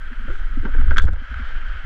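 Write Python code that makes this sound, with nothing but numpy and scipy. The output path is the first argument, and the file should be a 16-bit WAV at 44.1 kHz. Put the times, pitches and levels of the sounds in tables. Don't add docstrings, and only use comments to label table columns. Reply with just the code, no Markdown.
import sys
import numpy as np
from scipy import signal
from scipy.fft import rfft, irfft, next_fast_len
from scipy.io import wavfile
from scipy.ndimage import uniform_filter1d, map_coordinates

SR = 44100
rng = np.random.default_rng(int(sys.argv[2]) if len(sys.argv) > 2 else 0)


def to_wav(s):
    ch = np.atleast_2d(s).T
    pcm = np.round(np.clip(ch, -1, 1) * 32767)
    wavfile.write(sys.argv[1], SR, pcm.astype(np.int16))


def volts(x):
    e = np.asarray(x, float) / 20
    return 10 ** e


N = 81585
SHOT_S = 0.9815


def unit(x):
    return x / np.sqrt(np.mean(x ** 2) + 1e-20)


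def along(points, hz):
    f, value = np.transpose(points)
    return np.interp(np.log(hz + 1), np.log(f + 1), value)


def curve(rows):
    s, value = np.transpose(rows)
    return np.interp(np.arange(N) / SR, s, value)


def wobble(rate):
    return map_coordinates(rng.standard_normal(200), [np.arange(N) * rate / SR])


def filtered(x, response):
    m = next_fast_len(len(x) + 8192)
    return irfft(rfft(x, m) * response(np.fft.rfftfreq(m, 1 / SR)), m)[:len(x)]


def noise(spectrum):
    return unit(filtered(rng.standard_normal(N), lambda hz: volts(along(spectrum, hz))))


def add(track, s, sound):
    part = track[round(s * SR):][:len(sound)]
    part += sound[:len(part)]


# t/s, peak level/dB, contact length/s
CONTACTS = [(0.127, -31.5, 0.013), (0.299, -28, 0.016), (0.28, -30, .006), (0.353, -31, 0.0033),
            (0.6504, -24.5, 0.0027), (.655, -24, 0.0045), (0.66, -33.5, 0.0056), (0.6817, -35.5, 0.0021),
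            (.736, -28, 0.0073), (0.747, -27, 0.0033), (0.784, -31, 0.0073), (.842, -34.5, 0.005),
            (0.856, -38, 0.018), (0.762, -28.5, 0.0043), (0.799, -29.5, 0.0073), (0.81, -25.5, 0.0067),
            (0.878, -26.5, 0.0099), (0.9074, -15, 0.0031), (0.9135, -19, 0.0017), (0.915, -22, 0.0029),
            (0.923, -31, .006), (.932, -33.5, 0.0064), (.9622, -17, .0008), (.9655, -29, .002),
            (.968, -23, .001), (.9697, -10.5, .0008), (.973, -27, .0015), (.9755, -25, .0015),
            (.9806, -6, .002), (.983, -10, .0015), (.9852, -12, .002), (.9925, -30, .002),
            (.9958, -16.5, .002), (1.008, -30, .003), (1.005, -39, 0.0032), (1.042, -31, 0.0012),
            (1.069, -32, 0.009), (1.08, -22.5, 0.0026), (1.085, -24, 0.0019), (1.089, -34, 0.0032),
            (1.123, -38, .002), (1.132, -34.5, 0.0027), (1.1583, -31, 0.003), (1.341, -24, 0.003),
            (1.719, -28.5, 0.0039)]
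# f/Hz, level/dB, t60/s
BLADE = [(870, -38, .03), (1060, -25, 0.025), (1990, -21, 0.02), (2350, -30, .015), (2980, -27, .015),
         (3310, -18, 0.022), (3750, -28, .015), (4230, -29, 0.02)]
DULL_HZ, THIN_HZ = 2400, 1150
SNAP, TOUCH_S = 2.2, 0.0008
BLADE_ROUGH_HZ = 200


def contacts():
    out, t = np.zeros(N), np.arange(SR // 16) / SR
    onset = 1 - np.exp(-t / TOUCH_S)

    def soft(f):
        lowpass = (1 + 1j * f / DULL_HZ) ** -4.0
        highpass = (1j * f / (THIN_HZ + 1j * f)) ** 2
        return lowpass * highpass

    scrapes = rng.standard_normal((len(CONTACTS), len(t)))
    for (s, level_db, length_s), scrape in zip(CONTACTS, scrapes):
        burst = scrape * np.exp(-(t / length_s) ** 2) * onset + SNAP * (t == 0)
        sound = case(filtered(burst, soft))
        add(out, s, volts(level_db) * sound / np.abs(sound).max())
    for hz, level_db, t60 in BLADE:
        grain = rng.standard_normal(len(t))
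        rough = unit(filtered(grain, lambda f: 1 / (1 + ((f - hz) / BLADE_ROUGH_HZ * 2) ** 2)))
        mode = np.sin(2 * np.pi * hz * t) + rough
        add(out, SHOT_S, volts(level_db - 60 * t / t60) * mode * onset)
    return out


# t/s, rms level/dB, rise/s, fall/s
SPRAY = [(0.284, -87, 0.0025, 0.0045), (.372, -61.5, 0.1, 0.11), (.75, -69, 0.044, .05),
         (.945, -49, 0.0012, .002), (.971, -33, .0009, .001), (.975, -45, .002, .002),
         (.983, -25, .0012, .0016), (.9865, -36, .002, .003), (.998, -40, .0015, .002),
         (1.024, -43.5, 0.0075, 0.0086), (1.036, -48, 0.00088, 0.0014), (1.047, -63, 0.0011, .001),
         (1.054, -44, 0.0034, 0.0012), (1.0646, -48.5, 0.00032, .0007), (1.074, -63, 0.00076, .001),
         (1.106, -63, 0.00097, .001), (1.1332, -48.5, 0.001, .002)]
# f/Hz, level/dB
GRIT = [(1550, -42), (2650, -10.5), (3450, 4), (4250, -4.5), (5250, -9.5), (6350, -6.5), (8100, -15.5),
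        (15600, -38.5)]


def spray():
    t = np.arange(N) / SR
    swell = np.zeros(N)
    for s, level_db, rise_s, fall_s in SPRAY:
        shape = np.where(t < s, ((s - t) / rise_s) ** 2, (t - s) / fall_s)
        swell += volts(level_db) * np.exp(-shape)
    return swell * volts(2 * wobble(100)) * noise(GRIT)


# f/Hz, width/Hz, level/dB
CASE = [(240, 130, -13), (959, 220, -16.5), (1305, 175, -0.5), (1561.5, 196, 3), (2130, 493, -9.5),
        (3186, 335, -12.5), (3880, 600, -16.5), (5950, 4700, -20.5)]


def case(x):
    def response(f):
        total = 0
        for k, (centre, width, level_db) in enumerate(CASE):
            damping = 1j * f * width
            total = total + (-1) ** k * volts(level_db) * damping / (centre ** 2 - f ** 2 + damping)
        return total

    return filtered(x, response)


# t/s, peak level/dB, f/Hz, rattle/s
KNOCKS = [(0.113, -36.5, 240.7, 0.018), (0.196, -41.5, 226, 0.02), (0.247, -36, 215, 0.01),
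          (0.279, -28.5, 278, 0.0013), (0.292, -36, 340, 0.012), (0.503, -43, 200, 0.0067),
          (0.532, -42.5, 240, 0.0042), (0.572, -19, 250, 0.0041), (0.631, -29.5, 300, 0.0026),
          (.639, -36.5, 420, 0.0047), (0.65, -20, 215, 0.0078), (.656, -28.5, 383, 0.006),
          (.659, -30.5, 514, 0.0096), (.65, -35, 940, 0.019), (.674, -30, 280, 0.0055),
          (.687, -36, 255, 0.012), (.746, -38.5, 895, .006), (.812, -41, 874, 0.0095),
          (.908, -38.5, 940, 0.0085), (.912, -27.5, 558, 0.0095), (1.067, -42, 550, 0.0082),
          (1.069, -36, 910, 0.0052), (1.08, -37, 518, 0.0099), (1.083, -39.5, 864, 0.012),
          (1.03, -39.5, 440, 0.018), (1.128, -41, 880, .006), (1.132, -40, 600, 0.005),
          (1.14, -47, 935, 0.0049), (1.157, -44.5, 523, 0.0081), (1.16, -50, 890, 0.015),
          (.995, -40.5, 526, 0.018), (.28, -37.5, 554, 0.0067), (.93, -42.5, 380, .03),
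          (0.682, -34.5, 537, 0.0088), (0.742, -40.5, 300, 0.026), (0.784, -32, 253.4, 0.02),
          (0.813, -40, 290, 0.012), (.854, -40, 255, 0.024), (0.904, -30, 233, 0.016),
          (1.03, -52, 150, 0.0088), (1.037, -23.5, 161, 0.006), (1.05, -17, 126, 0.0026),
          (1.08, -36, 307, 0.01), (1.122, -40.5, 225, 0.01), (1.217, -35.5, 247, 0.0057),
          (1.311, -41, 240, 0.015), (1.393, -38.5, 238, 0.024),
          (.295, -36.5, 500, 0.011), (.31, -41.5, 390, 0.028), (.745, -36, 450, .008),
         (.965, -35, 590, 0.0059), (.96, -36.5, 240, .03), (1.095, -29.5, 160, 0.0068),
         (1.4, -42.5, 180, 0.0066), (0.66, -30.5, 520, .008), (0.1, -45, 450, .01), (1.5, -39, 512, 0.0065),
         (1.035, -38, 810, 0.013), (.905, -33.5, 390, 0.011)]
KNOCK_T60, KNOCK_RISE_S, RATTLE_DB = 0.036, 0.0018, -7.5
LOOSE_HZ, RATTLE_WIDTH = 600, 0.3


def mount():
    out, t = np.zeros(N), np.arange(SR // 8) / SR
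    knocks = KNOCKS
    grains = rng.standard_normal((len(knocks), len(t)))
    for (s, level_db, hz, rattle_s), grain in zip(knocks, grains):
        def band(f):
            damping = 1j * f * hz * RATTLE_WIDTH
            return (1j * f * hz / (hz * hz - f * f + damping)) ** 2

        decay = volts(-60 * np.maximum(t - rattle_s, 0) / KNOCK_T60)
        envelope = decay * (1 - np.exp(-t / KNOCK_RISE_S))
        ring = np.sin(2 * np.pi * hz * t) / (1 + (hz / LOOSE_HZ) ** 4)
        rattle = volts(RATTLE_DB) * hz / LOOSE_HZ * unit(filtered(grain, band))
        add(out, s, volts(level_db) * envelope * (ring + rattle))
    return out


# t/s, level/dB
SWAY = [(0.0, -28), (0.056, -21.5), (0.148, -32), (0.194, -19), (0.406, -17), (0.488, -20.5), (0.55, -13),
        (0.69, -18.5), (0.772, -7), (1.056, -7), (1.282, -33), (1.56, -17), (1.818, -28.5), (1.85, -22)]
# f/Hz, level/dB
SHUDDER = [(15, -11.5), (26, 6.5), (40, -3), (60, -7.5), (85, -23.5), (130, -31.5), (400, -38),
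           (2500, -115)]
# t/s, peak level/dB, f/Hz, t60/s
JOLTS = [(0.289, -8, 53.3, 0.037), (0.334, -15.5, 54, 0.027), (0.595, -11.5, 66.2, 0.064),
         (0.743, -11, 40.5, 0.033), (0.754, -24, 63.8, 0.32), (0.818, -13, 60.4, 0.17),
         (0.884, -9, 64.8, 0.15), (0.955, -14, 38.3, 0.12), (1.011, -8.5, 55.6, 0.12),
         (1.044, -8, 64.8, 0.12), (1.05, -23, 34.8, 0.043), (1.085, -24.5, 68.5, 0.34),
         (1.123, -12, 43.4, 0.08), (1.297, -23.5, 53.3, 0.244), (1.356, -21.5, 65.5, 0.15),
         (1.414, -17.5, 51.5, 0.14), (1.619, -19, 37, 0.16), (1.679, -16.5, 40, 0.12),
         (1.741, -20.5, 61.6, 0.11), (1.84, -18.5, 54.5, 0.1)]
NOD_HZ, NOD_WANDER = 15, 0.185
SHUDDER_DB, SHUDDER_GROWS = -8.5, 0.78


def sway():
    db, t = curve(SWAY), np.arange(SR // 4) / SR
    phase = 2 * np.pi * NOD_HZ * np.cumsum(1 + NOD_WANDER * wobble(9.5)) / SR
    out = volts(db + 1.5) * np.cos(phase - phase[round(SHOT_S * SR)])
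    shudder_db = db.mean() + SHUDDER_GROWS * (db - db.mean()) + SHUDDER_DB
    out += volts(shudder_db) * noise(SHUDDER)
    for s, level_db, hz, t60 in JOLTS:
        decay = volts(level_db + 8 - 60 * t / t60)
        add(out, s, decay * np.sin(2 * np.pi * hz * t) * (1 - np.exp(-t / 0.017)))
    return out


HALL_DB, HALL_T60, HALL_BUILD_S = -12.5, 0.16, 0.013


def hall(x):
    t = np.arange(SR // 2) / SR
    build = 1 - np.exp(-(t / HALL_BUILD_S) ** 2)
    tail = rng.standard_normal(len(t)) * volts(-60 * t / HALL_T60) * build
    return signal.fftconvolve(x, tail / np.linalg.norm(tail))[:N]


# t/s, level/dB
GLIDE = [(0.0, -44), (0.742, -43), (0.89, -41.5), (1.066, -49.5), (1.256, -37.5), (1.41, -38.5),
         (1.85, -39.5)]
# f/Hz, level/dB
AIR = [(100, -32.5), (300, -15), (600, 3), (1500, -3.5), (3000, -1.5), (5550, -17), (10100, -31.5),
       (13400, -62)]


def rink():
    z = signal.stft(noise(AIR), nperseg=512)[2]
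    patches = uniform_filter1d(rng.standard_normal(z.shape), 6, 0)
    patches = uniform_filter1d(patches, 8, 1)
    hiss = signal.istft(z * volts(1.1 * unit(patches)), nperseg=512)[1][:N]
    level_db = curve(GLIDE) + 0.89 * wobble(60) + 0.54 * wobble(10.4) + 0.97
    return volts(level_db) * unit(case(hiss))


DUCK_S, DUCK_DB = 0.93, -2.5
DUCK_ATTACK_S, DUCK_HOLD_S, DUCK_RELEASE_S = 0.022, 0.18, 0.22


def duck():
    t = np.arange(N) / SR - DUCK_S
    fall = np.clip(t / DUCK_ATTACK_S, 0, 1)
    rise = np.clip((t - DUCK_ATTACK_S - DUCK_HOLD_S) / DUCK_RELEASE_S, 0, 1)
    return volts(DUCK_DB * fall * (1.5 - rise))


# f/Hz, level/dB
HISS = [(310, -12.5), (3100, -2), (8100, -4.5), (12200, -7), (13600, -18), (16100, -25)]
# t/s, level/dB
PREAMP = [(0, 4.2), (1.052, 3), (1.102, -5), (1.202, -6), (1.652, -8), (1.802, -5), (1.85, -0.5)]
HISS_DB = -76.5


def microphone_hiss():
    return volts(HISS_DB + curve(PREAMP) + 1.4 * wobble(23)) * noise(HISS)


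def scene():
    hits = contacts()
    ducked = duck() * (rink() + volts(HALL_DB) * hall(hits))
    return (hits + spray() + ducked + mount() + sway())[None]


def band_limit(x):
    return signal.sosfilt(signal.butter(12, 15760, fs=SR, output="sos"), x)


OFFSET = -0.0075


def record(dry):
    dry = dry + microphone_hiss()
    limited = dry / (1 + np.abs(dry) ** 12) ** (1 / 12)
    return band_limit(limited + OFFSET)


dry = scene()
out = record(dry)
to_wav(out)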